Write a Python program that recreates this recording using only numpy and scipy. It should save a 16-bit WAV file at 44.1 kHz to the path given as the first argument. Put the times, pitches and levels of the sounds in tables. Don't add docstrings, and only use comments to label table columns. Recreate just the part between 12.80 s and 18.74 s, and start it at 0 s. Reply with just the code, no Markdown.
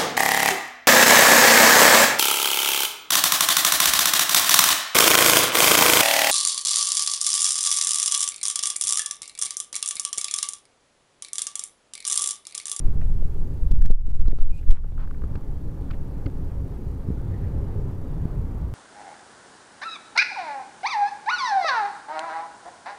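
import sys
import numpy as np
from scipy import signal
from scipy.fft import rfft, irfft, next_fast_len
from scipy.io import wavfile
from scipy.ndimage import uniform_filter1d, map_coordinates

SR = 44100
rng = np.random.default_rng(int(sys.argv[2]) if len(sys.argv) > 2 else 0)


def generate_wav(sig):
    pcm = np.round(np.clip(np.atleast_2d(sig).T, -1, 1) * 32767).astype(np.int16)
    wavfile.write(sys.argv[1], SR, pcm)


def boost(x):
    u = np.asarray(x, float) / 20
    return 10 ** u


N = 261938

# pitch_hz, level_db (per Hz)
SWAY_SPECTRUM = [(1, -44), (3, -4.5), (12, 4.5), (22, 2), (40, -15.5), (70, -11.5), (140, -120)]
# pitch_hz, level_db (per Hz)
RUMBLE_SPECTRUM = [(12, -30), (22, -3), (32, -1), (46, -3), (70, -4), (100, -5), (160, -11), (220, -28),
                   (370, -120)]
# pitch_hz, level_db (per Hz)
BODY_SPECTRUM = [(70, -34), (140, -2.5), (220, -7.5), (330, -10.5), (420, -11.5), (600, -23.5),
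                 (1000, -48.5), (2000, -120)]
# pitch_hz, level_db (per Hz)
TYRE_SPECTRUM = [(350, -15), (600, -2.5), (826, 1.5), (1070, -4.5), (1160, -5), (1900, -14.5),
                 (2500, -22.5), (5000, -35.5), (6500, -99), (11000, -120)]
# pitch_hz, level_db, width_hz
ENGINE_DRONES = [
    (60.6, -37.5, 11.8),
    (90, -42, 13.5),
    (152.8, -49, 18),
    (268.5, -50, 36.5),
    (547.8, -60.5, 12),
]
# time_s, level_db
STREET_LEVEL = [(0, -3), (.3, -6.5), (.8, -3.5), (1.2, -10.5), (1.45, -7), (1.8, -9.5), (2.05, -8.5),
                (2.45, 0), (2.8, -2), (3.1, 0.5), (3.4, -0.5), (4.35, 0), (4.75, 2.5), (5, 0.4), (5.3, 0.3),
                (5.6, 0.1), (5.94, -0.5)]
# time_s, sway_db, tremor_db
HAND_LEVEL = [(0, -22.5, -31), (.5, -18.5, -37.5), (.87, -32, -35), (1, -40, -25.5), (1.2, -6, -26.5),
              (1.45, -20, -28.5), (1.75, -16.5, -63), (2, -15.5, -28), (2.3, -19.5, -41), (2.8, -30, -38.5),
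              (3.25, -26.5, -33), (3.65, -32.5, -53), (5.94, -36, -35)]
# pitch_hz, level_db (per Hz)
HISS_SPECTRUM = [(1760, 2.5), (3000, 1.5), (5350, -1.5), (5730, -1.5), (6630, -2.5), (15600, -5.5)]
# start_s, end_s, level_db, pitch_hz, width_hz
RUBS = [(1.572, 1.6, -44, 1700, 3400), (1.6, 1.66, -53, 2100, 2600), (1.696, 1.805, -46.5, 2480, 140),
        (1.765, 1.81, -52, 2700, 300), (1.742, 1.805, -54, 8100, 3000), (1.73, 1.805, -54, 4000, 2900),
        (1.943, 1.995, -35.5, 1200, 1300), (2.179, 2.262, -35.5, 1030, 760), (2.186, 2.25, -50, 2700, 1200),
        (2.186, 2.245, -60, 4500, 1200), (0, 1.2, -64, 1900, 1500), (1.98, 2.16, -52, 1200, 1600),
        (4.62, 4.9, -34, 110, 9.4), (4.5, 4.58, -47, 1900, 290), (4.58, 4.7, -49.5, 1860, 530),
        (4.451, 4.717, -60, 3300, 3000)]
# time_s, pressure (signed, full scale 1), width_ms
SHOVES = [(0.038, 0.13, 4.2), (0.06, -0.38, 17), (0.112, 0.25, 24), (0.175, 0.25, 20), (0.255, -0.24, 16),
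          (0.376, 0.165, 43), (0.829, -0.26, 12.4), (0.869, 0.31, 8.9), (0.919, -0.76, 15),
          (0.957, 0.51, 64), (1.021, -1.03, 18), (1.059, 0.69, 52), (1.113, -1.68, 22.3),
          (1.146, 1.8, 23.7), (1.27, -0.62, 40), (1.309, -0.54, 23), (1.362, -0.73, 25), (1.412, 0.99, 30),
          (1.447, -0.36, 26), (1.478, 0.72, 15.5), (1.511, 0.6, 34), (1.545, -0.35, 35),
          (1.622, -0.85, 33.3), (1.662, 0.4, 51), (1.708, -0.52, 20.7), (1.87, 0.36, 29),
          (1.893, 1.08, 13.1), (1.914, -1.1, 25.6), (1.935, -0.23, 28)]
# time_s, pressure (signed, full scale 1), width_ms
KNOCKS = [(0.159, -0.17, 3.3), (.426, 0.037, 1.25), (0.454, -0.14, 4.1), (0.914, -0.097, 1.6),
          (0.937, -0.28, 3), (0.989, -0.51, 6.9), (1.053, -.2, 3.1), (1.1037, 0.23, 1.12),
          (1.108, -0.58, 1.7), (1.284, 0.14, 1.56), (1.459, -0.41, 5.9), (1.4837, 0.2, 1.6),
          (1.5314, 0.13, 1.2), (1.588, 0.063, 1.04), (1.8905, 0.067, 1.6), (2.047, 0.052, 0.83),
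          (2.122, 0.03, 0.81), (2.197, 0.14, 4.2), (2.441, 0.1, 1.3), (2.555, -0.094, 1.2),
          (2.562, 0.2, 5.4), (2.577, 0.088, 2.1), (3.111, 0.11, 7.6), (3.461, -0.17, 3.1),
          (3.466, 0.17, 1.7), (4.2886, 0.18, 2.1), (4.3048, 0.23, 1.85), (5.3271, -0.072, 1.54),
          (5.423, -0.13, 2.5), (5.456, -0.24, 2.3)]
# start_s, length_ms, level_db, pitch_hz
FINGERTIP_TAPS = [(.218, 6.9, -42.5, 645), (.224, 11, -59, 2260), (.423, 5.7, -42.5, 564),
                  (1.103, 9, -43, 450), (1.826, 10, -57, 1810), (2.04, 4.2, -43.5, 1240),
                  (2.048, 6, -50, 890), (2.1195, 5.1, -53, 990), (2.274, 4.4, -45, 1270),
                  (2.308, 6.6, -40.5, 1240), (2.343, 7.2, -50.5, 1500), (2.4182, 5.9, -44, 1210),
                  (2.435, 9.8, -44, 1230), (2.556, 4.8, -51, 2440), (2.61, 3.35, -47, 1090),
                  (3.107, 9.8, -42, 1270), (3.46, 9.6, -44.5, 1440), (3.46, 9.3, -45, 2350),
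                  (4.5699, 5.6, -50, 850), (2.1766, 6.2, -42, 1250), (1.108, 7.9, -42, 1300)]
# start_s, length_ms, level_db, pitch_hz
FINGERNAIL_TAPS = [
    (0.2133, 6.2, -48, 1790),
    (1.4578, 4.5, -42, 1140),
    (1.482, 1.6, -37.5, 910),
    (1.5178, 3.5, -43, 2160),
    (1.584, 11, -48, 1210),
    (2.553, 10.4, -43, 1270),
    (2.556, 4.7, -55, 4300),
    (3.103, 6.2, -45, 1200),
    (3.107, 12, -45.5, 2250),
    (3.129, 22, -54.5, 2000),
]
# start_s, length_ms, level_db, pitch_hz
KNUCKLE_THUDS = [
    (3.464, 11, -27.5, 274),
    (3.466, 6.6, -36, 544),
    (3.459, 4.1, -49, 4480),
]
# time_s, depth_db, hold_s
GAIN_DUCKS = [
    (0.893, 3.5, .15),
    (1.033, 2.44, 0.17),
    (1.099, 9, 0.14),
    (1.404, 2, 0.062),
    (1.503, 1.6, 0.14),
    (1.924, 7.5, 0.049),
]
# first_s, steps, gap_blocks, step_db
GAIN_CLIMBS = [(.9444, 1, 1, .12), (.956, 1, 1, .3), (.9908, 2, 5, .3), (1.0837, 1, 1, .15),
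               (1.1069, 1, 1, .5), (1.2114, 1, 1, .3), (1.2695, 6, 1, .4), (1.3508, 2, 2, .25),
               (1.3972, 1, 1, .5), (1.4785, 1, 1, .15), (1.5017, 2, 1, .3), (1.6062, 3, 1, .2),
               (1.6526, 3, 1, .13), (1.7107, 1, 1, .12), (1.7919, 3, 2, .4), (1.8732, 2, 5, .25)]
# start_s, length_ms, level_db
OVERLOADS = [
    (0.9145, 4.8, -39.5),
    (1.02, 2.2, -38.5),
    (1.057, 5.4, -39),
    (1.1091, 5.3, -41),
    (1.413, 2.9, -43.5),
    (1.891, 1.8, -38.5),
    (1.906, 10.6, -39.5),
]

RUMBLE_DB, BODY_DB, TYRES_DB = -32, -40.5, -55
RUMBLE_FOLLOWS, BODY_FOLLOWS, TYRES_FOLLOWS = 0.45, 1.05, 0.91
SPEEDUP_S, SPEEDUP_DB_PER_S = 4.5, 0.9
FRAME_HZ, ROW_HZ = 29.97, 1164
PAD, NAIL, THUD = (0.48, -29), (0.59, -17.5), (0.12, -45)  # (width over pitch, treble dB at 1 kHz and 5 ms)
TREBLE_DB_PER_OCTAVE, TREBLE_DB_PER_DOUBLING = -0.5, -9.5
REST_DB, ATTACK_S, QUICK_S, SLOW_S, SLOW_SHARE = 1.13, 0.045, 0.0757, 0.61, 0.32
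BLOCK_S = 512 / 44100
RAIL = 0.72
TOP_HZ = 15740


def unit(x):
    return x / np.sqrt(np.mean(x ** 2) + 1e-20)


def curves(rows):
    s, *columns = np.transpose(rows)
    return [np.interp(np.arange(N) / SR, s, column) for column in columns]


def wobble(rate):
    knots = rng.standard_normal(int(N * rate / SR) + 4)
    return map_coordinates(knots, [np.arange(N) * rate / SR])


def filtered(x, response):
    m = next_fast_len(len(x) + 8192)
    return irfft(rfft(x, m) * response(np.fft.rfftfreq(m, 1 / SR)), m)[:len(x)]


def peak(hz, width_hz):
    return lambda f: 1j * f * width_hz / (hz * hz - f * f + 1j * f * width_hz)


def rush(spectrum, patchy_db):
    z = signal.stft(rng.standard_normal(N), nperseg=512)[2]
    field = uniform_filter1d(rng.standard_normal(z.shape), size=4, axis=0)
    field = uniform_filter1d(field, size=12, axis=1)
    x = signal.istft(z * boost(patchy_db * unit(field)), nperseg=512)[1][:N]
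    f, db = np.transpose(spectrum)
    return unit(filtered(x, lambda hz: boost(np.interp(np.log(hz + 0.1), np.log(f), db))))


def add(track, s, sound):
    part = track[round(s * SR):][:len(sound)]
    part += sound[:len(part)]


def traffic():
    street_db, = curves(STREET_LEVEL)
    sway_db, tremor_db = curves(HAND_LEVEL)
    low = np.hypot(boost(RUMBLE_DB + RUMBLE_FOLLOWS * street_db), boost(tremor_db))
    faster_db = SPEEDUP_DB_PER_S * np.maximum(np.arange(N) / SR - SPEEDUP_S, 0)
    body_db = BODY_DB + BODY_FOLLOWS * street_db - faster_db
    tyre_db = TYRES_DB + TYRES_FOLLOWS * street_db + faster_db
    gust = wobble(3.74)
    x = boost(sway_db) * rush(SWAY_SPECTRUM, patchy_db=1.5)
    x = x + low * boost(0.56 * gust + 0.13 * wobble(13)) * rush(RUMBLE_SPECTRUM, patchy_db=1.8)
    x = x + boost(body_db + 1.52 * gust + 1.0 * wobble(42)) * rush(BODY_SPECTRUM, patchy_db=0.57)
    x = x + boost(tyre_db + 0.13 * gust + 1.03 * wobble(12)) * rush(TYRE_SPECTRUM, patchy_db=-0.16)
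    for hz, db, width_hz in ENGINE_DRONES:
        drone = unit(filtered(rng.standard_normal(N), lambda f: peak(hz, width_hz)(f) ** 2))
        x = x + boost(db + body_db - BODY_DB + 1.78 * wobble(1.853)) * drone
    return x


def electronics():
    t = np.arange(N) / SR
    frame, phase = np.divmod(t * FRAME_HZ, 1)
    reading = np.clip((0.16 - abs(phase - 0.325)) / 0.055, 0, 1)
    start = rng.uniform(0, 1, int(frame[-1]) + 1)[frame.astype(int)]
    clock = sum(np.cos(2 * np.pi * k * (ROW_HZ * t + start)) for k in range(4, 14))
    hiss = rush(HISS_SPECTRUM, patchy_db=1.15)
    return boost(-66) * hiss + boost(-78) * reading * clock


def rubs():
    x = np.zeros(N)
    for start, end, db, hz, width_hz in RUBS:
        n = round((end - start) * SR)
        clump_db = 3 * min(width_hz / 600, 1)
        clumps = boost(clump_db * wobble(150)[:n])
        grit = filtered(rng.standard_normal(n) * clumps, lambda f: peak(hz, width_hz)(f) ** 2)
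        add(x, start, boost(db - 14) * unit(grit) * np.hanning(n) ** 0.2)
    return x


def pushes():
    lead = 4410
    t = np.arange(-lead, lead) / SR
    x = np.zeros(N + lead)
    for s, size, ms in SHOVES + KNOCKS:
        add(x, s, size * np.exp(-np.log(16) * (t / (ms / 1000)) ** 2))
    return x[lead:]


def taps():
    x = np.zeros(N)
    kinds = (FINGERTIP_TAPS, PAD), (FINGERNAIL_TAPS, NAIL), (KNUCKLE_THUDS, THUD)
    touches = [row + kind for rows, kind in kinds for row in rows]
    for s, ms, db, hz, broad, bright_db in touches:
        treble_db = bright_db + TREBLE_DB_PER_OCTAVE * np.log2(hz / 1000)
        treble_db = treble_db + TREBLE_DB_PER_DOUBLING * np.log2(ms / 5)
        grit = rng.standard_normal((2, 1600))
        u = np.arange(1600) / SR / (ms / 1000)
        stroke = abs(np.sin(np.pi * np.clip(u, 0, 1) ** 0.7)) ** 0.8
        ring = unit(filtered(grit[0] * stroke, lambda f: peak(hz, broad * hz)(f) ** 2))
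        tick = unit(filtered(grit[1] * stroke * boost(-12 * u), lambda f: peak(4800, 2500)(f) ** 2))
        add(x, s, boost(db - 4.0) / np.sqrt(u[-1]) * (ring + boost(treble_db) * tick))
    return x


def scene():
    return (traffic() + pushes() + taps() + rubs())[None]


def gain_control():
    t = np.arange(N) / SR
    gain_db = np.full(N, float(REST_DB))
    for s, depth_db, hold_s in GAIN_DUCKS:
        since = np.maximum(t - s - ATTACK_S - hold_s, 0)
        left = (1 - SLOW_SHARE) * np.exp(-since / QUICK_S) + SLOW_SHARE * np.exp(-since / SLOW_S)
        gain_db = gain_db - depth_db * np.clip((t - s) / ATTACK_S, 0, 1) * left
    melt = 1.44 * np.exp(-np.arange(6000) / SR / 0.0077)
    for first, steps, apart, step_db in GAIN_CLIMBS:
        for k in range(steps):
            add(gain_db, first + k * apart * BLOCK_S, step_db * melt)
    return boost(gain_db)


def chatter():
    x = np.zeros(N)
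    for s, ms, db in OVERLOADS:
        chance, size = rng.uniform(0, 1, (2, 600))
        jump = chance < 0.06
        steps = jump * (size + 0.69) * (-1.) ** np.cumsum(jump)
        steps[0] = 1
        add(x, s, boost(db - 8.5) * unit(steps[:round(ms * SR / 1000)]))
    return signal.lfilter([1], [1, -0.9], x)


def band_limit(x):
    return signal.sosfilt(signal.butter(12, 15720, fs=SR, output="sos"), x)


def record(dry):
    x = (dry[0] + electronics()) * gain_control()
    x = np.clip(x, -RAIL, RAIL) + chatter()
    x = filtered(x, lambda hz: hz < TOP_HZ)
    return band_limit(x[None])


dry = scene()
out = record(dry)
generate_wav(out)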